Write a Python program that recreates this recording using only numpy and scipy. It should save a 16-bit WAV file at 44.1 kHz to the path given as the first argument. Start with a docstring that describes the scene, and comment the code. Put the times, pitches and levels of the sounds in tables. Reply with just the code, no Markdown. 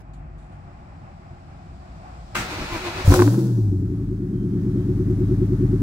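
"""A cold V8 starts on a quiet driveway, heard from just behind its twin tailpipes.
Distant traffic hums and swells. The starter slams in with a clash of teeth, then grinds and groans
against each compression. The engine catches and the street fades down: heavy firings thump, unburnt
fuel pops and air rushes out. The revs flare and sink into a loping fast idle, eight unequal firings
ringing two pipes, while gas hisses out and a thin whistle comes and goes."""
import sys
import numpy as np
from scipy import signal
from scipy.fft import rfft, irfft
from scipy.io import wavfile
from scipy.ndimage import uniform_filter1d

SR = 44100
rng = np.random.default_rng(int(sys.argv[2]) if len(sys.argv) > 2 else 0)


def inscribe(sig):
    """Save sig as 16-bit PCM at rate SR to the path in sys.argv[1].

    A 1-D sig is mono; a 2-D sig holds one channel per row.
    Samples are clipped to [-1, 1] before scaling.
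    """
    pcm = np.round(np.clip(np.atleast_2d(sig).T, -1, 1) * 32767)
    wavfile.write(sys.argv[1], SR, pcm.astype(np.int16))


N = 256662
TIME, FREQS = np.arange(N) / SR, np.fft.rfftfreq(N, 1 / SR)

# starter teeth striking as they mesh: start_s, level_db
TOOTH_STRIKES = [(2.351, -17), (2.365, -22.5), (2.38, -43), (2.396, -37), (2.728, -43), (2.763, -31)]
# fuel popping in the pipes: start_s, level_db
FUEL_POPS = [(3.107, -32), (3.121, -7.5), (3.139, -4.5), (3.192, -7), (3.201, -8), (3.221, -4),
             (3.277, -14.5), (3.343, -22.5)]
# the crank flares, sags and recovers: time_s, speed_rpm
CRANK_SPEED = [(3.05, 750), (3.18, 1470), (3.38, 1910), (3.48, 1880), (3.7, 1470), (3.95, 1240),
               (4.25, 1082), (4.55, 1072), (5.1, 1131), (5.82, 1160)]
# how hard the cylinders fire: time_s, effort_db
FIRING_EFFORT = [(3.2, 3), (3.32, 2), (3.7, 0), (4.2, -3), (4.75, 1.7), (5.3, 3.5), (5.8, 3.5)]


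def gain_of(db):
    """Decibels to gain."""
    return 10 ** (np.asarray(db) / 20)


def unit_rms(x):
    """Scales to rms 1."""
    return x / np.sqrt(np.mean(x ** 2) + 1e-20)


def local_power(x, samples):
    """Mean square under a sliding soft window."""
    window = np.hanning(samples)
    return abs(signal.fftconvolve(x ** 2, window / window.sum(), "same"))


def levelled(x):
    """Rides the level to rms 1 over a few engine cycles, keeping the throb within a cycle."""
    return x / np.sqrt(local_power(x, SR // 3) + 1e-20)


def automation(points):
    """Joins (time_s, value) points with straight lines."""
    return np.interp(TIME, *np.transpose(points))


def spectrum(points):
    """Joins (frequency_hz, value) points on a log-frequency axis."""
    hz, value = np.transpose(points)
    return np.interp(np.log(FREQS + 1), np.log(hz + 1), value)


def ramp(start_s, length_s):
    """A straight fade from 0 to 1."""
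    return np.clip((TIME - start_s) / length_s, 0, 1)


def burst(start_s, decay_s):
    """A sudden attack and an exponential fall."""
    return ramp(start_s, 0.00088) * np.exp(-np.maximum(TIME - start_s, 0) / decay_s)


def swell(x, centre, width):
    """A bell of height 1 around the centre."""
    return np.exp(-((x - centre) / width) ** 2)


def wobble(seconds, points=4096):
    """A smooth random drift of rms 1 that changes over the given time."""
    hz = np.fft.rfftfreq(points, TIME[-1] / points)
    drift = irfft(rfft(rng.standard_normal(points)) * np.exp(-(hz * seconds) ** 2))
    return np.interp(TIME, np.linspace(0, TIME[-1], points), unit_rms(drift))


def noise(colour, grain_db=0):
    """Coloured stereo noise, centred in the bass and wide in the treble; grain_db makes it gritty."""
    # how alike the two ears are: frequency_hz, correlation
    ear_likeness = [(60, 1), (300, 0.89), (700, 0.72), (1500, 0.23), (3000, 0.044), (15000, 0.04)]
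    a, b = rng.standard_normal((2, N)) * gain_of(grain_db * np.minimum(rng.exponential(1, N), 5))
    alike = np.clip(spectrum(ear_likeness), 0, 1)
    mid, side = np.sqrt(1 + alike) * rfft(a), np.sqrt(1 - alike) * rfft(b)
    return unit_rms(irfft(np.array([mid + side, mid - side]) * gain_of(spectrum(colour)), N))


def ring(blows, modes, rise_s):
    """Every blow sets the same decaying modes ringing."""
    t, out = np.arange(SR // 2) / SR, np.zeros(N)
    tone = sum(gain_of(db - 60 * t / t60) * np.sin(2 * np.pi * hz * t) for hz, db, t60 in modes)
    tone *= 1 - np.exp(-t / rise_s)
    for s, db in blows:
        out[round(s * SR):][:len(t)] += gain_of(db) * tone / abs(tone).max()
    return out


def tones(rows, fade_s, rise_hz_per_s=0):
    """Held tones that fade in and out and may glide upward."""
    out = np.zeros(N)
    for s, length_s, hz, db in rows:
        age = TIME - s
        fades = ramp(s, fade_s) * (1 - ramp(s + length_s - fade_s, fade_s))
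        out += gain_of(db) * np.sqrt(2) * fades * np.sin(2 * np.pi * (hz + rise_hz_per_s * age / 2) * age)
    return out


def off_centre(pair, lag_s):
    """A source off to one side reaches the left ear later."""
    left = irfft(rfft(pair[0]) * np.exp(-2j * np.pi * FREQS * lag_s), N)
    return np.array([left * ramp(0, 0.0069), pair[1]])


def underbody_echoes(pair, db, spread_s=0.025, count=8):
    """A handful of early reflections between the underbody and the ground."""
    delay_s, sign = rng.uniform(0.1, 1, count) * spread_s, rng.choice([-1, 1], count)
    reflections = sign @ np.exp(-2j * np.pi * np.outer(delay_s, FREQS)) / np.sqrt(count)
    return irfft(rfft(pair) * (1 + gain_of(db) * reflections), N) / np.sqrt(1 + gain_of(db) ** 2)


def traffic(pass_s=2.69, pass_width_s=0.53, fade_from_s=3.0, fade_db_per_s=14):
    """Distant traffic swells and brightens; the whole street fades down as the engine catches."""
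    # tone of the road's rumble, roar and tyre hiss: frequency_hz, level_db
    rumble_colour = [(15, -33.5), (25, -19.5), (43, -5.5), (97, -2.5), (119, -9.5), (146, -3.5), (252, -19),
                     (288, -15.5), (317, -25.5), (358, -15.5), (450, -47), (580, -68), (990, -120)]
    roar_colour = [(260, -43.5), (450, -14.5), (571, -11), (724, -1.5), (847, -4.5), (919, -12.5),
                   (1100, -10), (1820, -19.5), (2500, -22), (3200, -34.5), (4160, -60.5), (7040, -120)]
    tyre_colour = [(1760, -30), (3000, -3), (5020, -2), (6580, -10), (7510, -5), (10300, -21), (10900, -34),
                   (12800, -23), (15800, -30.5)]
    # low hums from the road: start_s, length_s, pitch_hz, level_db
    hums = [(.02, 0.48, 48.2, -41), (1.65, 0.73, 58, -43.5)]
    near = 1 / np.hypot(1, (TIME - pass_s) / pass_width_s)
    muffled = 1 - ramp(0.25, 0.43)  # the tyre noise starts dull, then opens up
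    rumble = gain_of(-41) * noise(rumble_colour)
    roar = gain_of(-52 + 5 * near + 1.37 * wobble(0.14) - 2 * muffled) * noise(roar_colour)
    tyres = gain_of(-74 + 18 * near - 5 * muffled) * noise(tyre_colour)
    street_fade = gain_of(-fade_db_per_s * np.maximum(TIME - fade_from_s, 0))
    return (rumble + roar + tyres + tones(hums, fade_s=0.054)) * street_fade


def ticks():
    """Faint, gritty ticks and rustles close by."""
    # each tick: start_s, level_db, decay_s
    hits = [(.05, -91, 0.0086), (0.134, -59.5, 0.03), (.38, -66, 0.11), (.52, -69, 0.033)]
    # their thin tone: frequency_hz, level_db
    colour = [(2000, -8), (3800, 1), (5500, -12), (7000, -1), (9500, -8), (12000, -22)]
    return noise(colour, grain_db=4.5) * sum(gain_of(db) * burst(s, decay_s) for s, db, decay_s in hits)


def whistle():
    """A thin tone from the engine bay at idle, rising a little in each spurt."""
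    # each spurt: start_s, length_s, start_pitch_hz, level_db
    spurts = [(4.33, .135, 3150, -70), (4.49, .14, 3150, -72), (4.68, .06, 3205, -72),
              (4.77, .09, 3150, -68)]
    return tones(spurts, fade_s=0.013, rise_hz_per_s=280)


def chuff(start_s=2.722, attack_s=0.012, decay_s=0.03):
    """A short puff of air escapes while the engine turns over."""
    # its bright tone: frequency_hz, level_db
    colour = [(1500, -20), (5000, 3), (9000, -8), (12000, -11), (15500, 5)]
    return gain_of(-39) * burst(start_s, decay_s) * ramp(start_s, attack_s) * noise(colour)


def tooth_clashes(t60_s=0.075, scrape_db=-10, scrape_decay_s=0.046):
    """The starter's teeth strike with a bright scrape and ring the housing."""
    # tone of the scrape: frequency_hz, level_db
    scrape_colour = [(600, -27), (1400, 6.5), (2800, -2.5), (4500, -9), (8000, -7.5), (11000, -21),
                     (15500, -17)]
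    # modes of the housing: pitch_hz, level_db
    housing = [(657, -3.5), (1042, 1), (1227, 1.5), (1570, -1), (1765, -5), (2055, -1), (2690, -1.5),
               (3290, -13), (3850, -15), (4610, -12)]
    envelope = sum(gain_of(db + scrape_db) * burst(s, scrape_decay_s) for s, db in TOOTH_STRIKES)
    clang = ring(TOOTH_STRIKES, [(hz, db, t60_s) for hz, db in housing], rise_s=0.0012)
    return noise(scrape_colour, grain_db=1.5) * envelope + clang


def starter(engage_s=2.346, release_s=3.134, load_width_s=0.0317, groan_width_s=0.031,
            sag_hz_per_s=615, housing_hz=1050, housing_width_hz=45):
    """The gears grind and the motor groans against each compression, then the pinion lets go."""
    # compressions loading the motor: peak_s, chug_db, groan_db, pitch_hz, third_harmonic_db
    compressions = [(2.4, -34, -37.5, 335, -56), (2.53, -53, -40, 300.4, -53),
                    (2.615, -31.5, -46, 318.6, -46), (2.747, -35, -29, 331.8, -29.5),
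                    (2.871, -45, -27.5, 349.7, -34.5), (2.995, -35.5, -34, 378, -33)]
    # tone of the grinding gears and of the low chug: frequency_hz, level_db
    grind_colour = [(150, -26), (250, -15), (336, -6.5), (443, -13.5), (672, -10.5), (967, -9), (1040, -14),
                    (1190, -10), (1900, -13.5), (2510, -11), (3150, -20), (3810, -16.5), (7490, -28),
                    (11200, -37.5), (15800, -38)]
    chug_colour = [(15, -26), (25, 1.5), (70, -2), (102, 4.5), (140, -5.5), (239, -5.5), (300, -6),
                   (390, -23), (660, -120)]
    nearest = np.argmin([abs(TIME - row[0]) for row in compressions], axis=0)
    peak_s, chug_db, groan_db, pitch_hz, third_db = np.array(compressions)[nearest].T
    load = swell(TIME, peak_s, load_width_s)
    # the motor slows through each compression
    mesh_hz = pitch_hz - sag_hz_per_s * np.clip(TIME - peak_s, -load_width_s, load_width_s)
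    jitter = unit_rms(uniform_filter1d(rng.standard_normal(N), SR // 400))
    mesh = 2 * np.pi * np.cumsum(mesh_hz * (1 + 0.019 * jitter)) / SR

    grind = unit_rms(noise(grind_colour, grain_db=1.5) * (1 + 0.26 * np.cos(mesh)))
    strain = gain_of(0.26 * (groan_db - groan_db.max()))  # harder compressions grind louder
    bite = burst(TOOTH_STRIKES[0][0], decay_s=0.03)
    grind = underbody_echoes(grind, db=-3) * gain_of(-33.5 + 4 * load * strain + 5 * bite)
    chug = (gain_of(-42) + gain_of(chug_db) * load) * noise(chug_colour)
    groan = np.sin(mesh) + gain_of(-14) * np.sin(2 * mesh)
    groan *= gain_of(groan_db) * swell(TIME, peak_s, groan_width_s)
    # the third harmonic sings as it slides through a resonance of the housing
    detuning = (3 * mesh_hz - housing_hz) / housing_width_hz
    whine = gain_of(third_db) * load * np.sin(3 * mesh) / np.hypot(1, detuning)
    return (grind + chug + groan + whine) * ramp(engage_s, 0.0027) * (1 - ramp(release_s, 0.16))


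def engine_catch(puff_decay_s=0.0052, bark_waver=0.0151):
    """The first firings thump, unburnt fuel pops with a puff and a crack, and the pipes bark briefly."""
    # first heavy firings: start_s, level_db
    firings = [(3.047, -17), (3.077, -1), (3.1, -7)]
    # ring of a thump and of a pop's crack: pitch_hz, level_db, t60_s
    thump_modes = [(94.2, 15, 0.087), (47.6, -0.5, 0.22), (135.3, -4.5, 0.26)]
    crack_modes = [(380, -2, 0.01), (950, -0.5, 0.0082), (1400, 0, 0.0073), (3670, -11, 0.0047)]
    # tone of a pop's puff: frequency_hz, level_db
    puff_colour = [(150, -10), (350, 16), (600, -22), (1000, 1), (1650, -8.5), (2200, -30), (6000, -26),
                   (15000, -50)]
    # upper pipe resonances singing out: peak_s, half_length_s, pitch_hz, level_db
    bark_notes = [(3.111, .018, 282, -17.5), (3.135, 0.021, 362, -17), (3.203, 0.041, 358, -14),
                  (3.219, 0.021, 258, -21), (3.276, 0.021, 294, -18)]
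    thumps = ring(firings, thump_modes, rise_s=0.0064)
    puffs = noise(puff_colour) * sum(gain_of(db - 4) * burst(s, puff_decay_s) for s, db in FUEL_POPS)
    cracks = gain_of(-1) * ring(FUEL_POPS, crack_modes, rise_s=0.00026)
    wavering_time = np.cumsum(1 + bark_waver * wobble(0.011)) / SR
    barks = sum(gain_of(db) * swell(TIME, s, half_s) * np.sin(2 * np.pi * hz * wavering_time)
                for s, half_s, hz, db in bark_notes)
    return puffs - cracks - thumps + np.sqrt(2) * barks


def gas_rush(flow, peak_s=3.119, rise_db_per_s=121, fall_db_per_s=66, tail_db_per_s=24, pulsing=0.16):
    """Air rushes at the catch; then gas hisses out with the effort, harder on each outward pulse."""
    # tone of the rush and of the idle hiss: frequency_hz, level_db
    rush_colour = [(290, -48), (500, 0), (677, -8), (1060, -9.5), (1170, -17), (1300, -12.5), (2280, -26.5),
                   (4060, -19.5), (4760, -19), (7040, -20), (9120, -23.5), (14900, -26.5), (15800, -23)]
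    hiss_colour = [(280, -27), (480, -8.5), (564, -2.5), (615, -9), (672, -3.5), (712, -14), (801, -8.5),
                   (983, -11.5), (1150, -8), (2040, -16.5), (2660, -23), (5050, -24), (15100, -32.5),
                   (15800, -29.5)]
    before, after = np.maximum(peak_s - TIME, 0), np.maximum(TIME - peak_s, 0)
    attack = gain_of(-rise_db_per_s * before) * ramp(3.04, 0.014)
    gulp = gain_of(-25 - fall_db_per_s * after) + gain_of(-46 - tail_db_per_s * after)
    blast = gain_of(-20) * burst(FUEL_POPS[2][0], decay_s=0.0057)  # one early pop drives out air
    rush = noise(rush_colour, grain_db=4.5) * (gulp + blast) * attack
    hiss_db = -53.5 + 1.17 * automation(FIRING_EFFORT)
    hiss = noise(hiss_colour, grain_db=1.5) * gain_of(hiss_db) * ramp(3.57, 0.4)
    return (rush + hiss) * np.maximum(1 + pulsing * levelled(flow), 0)


def crank_cycles(zero_s=5.2):
    """Running count of four-stroke cycles, two turns of the crank each."""
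    cycle = np.cumsum(automation(CRANK_SPEED)) / (120 * SR)
    return cycle - np.interp(zero_s, TIME, cycle)


def muffler(spectra, cutoff_hz=415, leak=0.06):
    """Turns spectra into sound through a steep low-pass that leaks a little treble."""
    return irfft(spectra * (1 / np.sqrt(1 + (FREQS / cutoff_hz) ** 24) + leak), N)


def pipe_resonances(cycle, scatter_db, tilt_pivot_hz=150):
    """Each cylinder's firings ring its bank's pipe; one signal per resonance, low to high."""
    # each cylinder: place_in_cycle_eighths, bank (0 or 1), strength_db, tilt_db_per_octave
    cylinders = [(0.25, 0, -1.2, 5.9), (1.42, 1, 4.4, -4.7), (2.25, 0, 3.1, -5.8), (3.23, 0, -9.4, 4.2),
                 (4.54, 1, -11.6, -0.9), (5.18, 0, 2.3, -4.5), (6.29, 1, 1.1, 4.0), (7.59, 1, 1.7, 1.2)]
    # resonances of each bank's pipe: pitch_hz, width_hz, level_db
    first_pipe = [(53.9, 13.6, -10.8), (106.9, 26.0, 0.2), (175.3, 43.9, -4.4), (286.2, 42.7, -5.2),
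                  (368.1, 30.5, -11.7)]
    second_pipe = [(48.8, 10.5, -6.2), (116.7, 25.8, 2.2), (192.8, 49.4, -8.5), (287.0, 42.1, -6.0),
                   (356.0, 29.1, -9.4)]
    firings = [np.flatnonzero(np.diff(np.floor(cycle - row[0] / 8))) for row in cylinders]
    scatter = gain_of(scatter_db * rng.standard_normal(N))
    spectra = np.zeros((len(first_pipe), len(FREQS)), complex)
    for side, pipe in enumerate((first_pipe, second_pipe)):
        for k, (hz, width_hz, db) in enumerate(pipe):
            pulses, octaves = np.zeros(N), np.log2(hz / tilt_pivot_hz)
            for at, (_, bank, strength_db, tilt) in zip(firings, cylinders):
                if bank == side:
                    pulses[at] += scatter[at] * gain_of(db + strength_db + tilt * octaves)
            loss = 1j * FREQS * width_hz
            spectra[k] += rfft(pulses) * (loss / (hz ** 2 - FREQS ** 2 + loss)) ** 2
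    return muffler(spectra)


def flare_overtones(cycle, drive, rough_db=3, jitter_rad=0.64):
    """Rough overtones ring through the muffler at the top of the flare."""
    # overtones of the racing engine: multiple_of_cycle_rate, level_db
    overtones = [(13, -28.5), (21, -29.5), (29, -33.5)]
    tone = np.zeros(N)
    for multiple, db in overtones:
        level = np.sqrt(2) * gain_of(db + rough_db * wobble(0.017))
        tone += level * np.sin(2 * np.pi * multiple * cycle + jitter_rad * wobble(0.025))
    return muffler(rfft(tone * drive * ramp(3.27, 0.075) * (1 - ramp(3.43, 0.13))))


def exhaust(cycle, idle_rpm=1130, flare_rpm=1464, lope_from_s=3.54):
    """Eight unequal firings a cycle ring two pipes; their uneven pattern is the lope."""
    # sub, boom, drone and bark follow the effort and swell or dip near one speed:
    # level_db, db_per_effort_db, swell_db, centre_rpm, width_rpm
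    voices = [(-36, 0.64, 6, 1156, 46), (-27.5, 1.12, 8.5, 1580, 430), (-29, 0.83, 4.5, 1075, 23),
              (-28, 1, -2.5, 1700, 320)]
    rpm, effort_db = automation(CRANK_SPEED), automation(FIRING_EFFORT)
    racing = np.clip((rpm - idle_rpm) / (flare_rpm - idle_rpm), 0, 1)
    sub_gain, boom_gain, drone_gain, bark_gain = (
        gain_of(db + follow * effort_db + swell_db * swell(rpm, centre, width))
        for db, follow, swell_db, centre, width in voices)
    sub, boom, drone, bark, top = pipe_resonances(cycle, scatter_db=2.1 + 5.3 * racing)
    # the sub wakes once the revs fall and the firing turns uneven
    sub = levelled(sub) * gain_of(-15 * (1 - ramp(lope_from_s, 0.045)))
    # in the flare the boom becomes one clean tone at the firing rate
    clean = 0.97 * racing ** 2
    boom = np.sqrt(1 - clean) * levelled(boom) + np.sqrt(2 * clean) * np.sin(2 * np.pi * 8 * cycle)
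    # the bark swells once a cycle; at idle the top resonance swells further, on the hardest firings
    lope_db = 1.5 * (0.5 - racing) * np.cos(2 * np.pi * (cycle - 0.22))
    top_db = 1 + 3 * (1 - racing) * np.cos(2 * np.pi * (cycle - 0.21))
    bark = levelled((bark + gain_of(top_db) * top) * gain_of(lope_db))
    low = (sub_gain * sub + boom_gain * boom) * ramp(3.15, 0.05)
    high = (drone_gain * levelled(drone) + bark_gain * bark) * ramp(3.06, 0.22)
    return low + high + flare_overtones(cycle, drive=gain_of(effort_db) * racing)


def settling_throb(flow, early_squash=0.72, late_squash=0.068, settle_s=4.64, window_s=0.04):
    """At first the firings run together; the swell within each cycle deepens as the idle settles."""
    throb = np.sqrt(local_power(levelled(flow), int(window_s * SR) + 3) + 0.05)
    squash = (early_squash + (late_squash - early_squash) * ramp(settle_s, 0.8)) * ramp(3.3, 0.1)
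    return flow / throb ** squash


def scene(tilt_left_db=0.54):
    """Tailpipes close by and a little to one side, the engine bay beyond, the street far off."""
    flow = settling_throb(exhaust(crank_cycles()))
    pipes = off_centre(flow + underbody_echoes(gas_rush(flow), db=-4), lag_s=0.00017)
    start_up = off_centre(tooth_clashes() + starter() + chuff() + engine_catch() + whistle(), lag_s=0.0001)
    street = off_centre(traffic() + ticks(), lag_s=0.00036)
    return (pipes + start_up + street) * gain_of([[tilt_left_db], [-tilt_left_db]])


def record(dry, ceiling=0.84, cutoff_hz=15800):
    """A soft clip rounds the loudest peaks, then a steep low-pass trims the highest treble."""
    rounded = dry / (1 + (dry / ceiling) ** 8) ** (1 / 8)
    low_pass = signal.firwin(511, cutoff_hz, window=("kaiser", 9), fs=SR)
    return signal.oaconvolve(rounded, low_pass[None], "same")


dry = scene()
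out = record(dry)
inscribe(out)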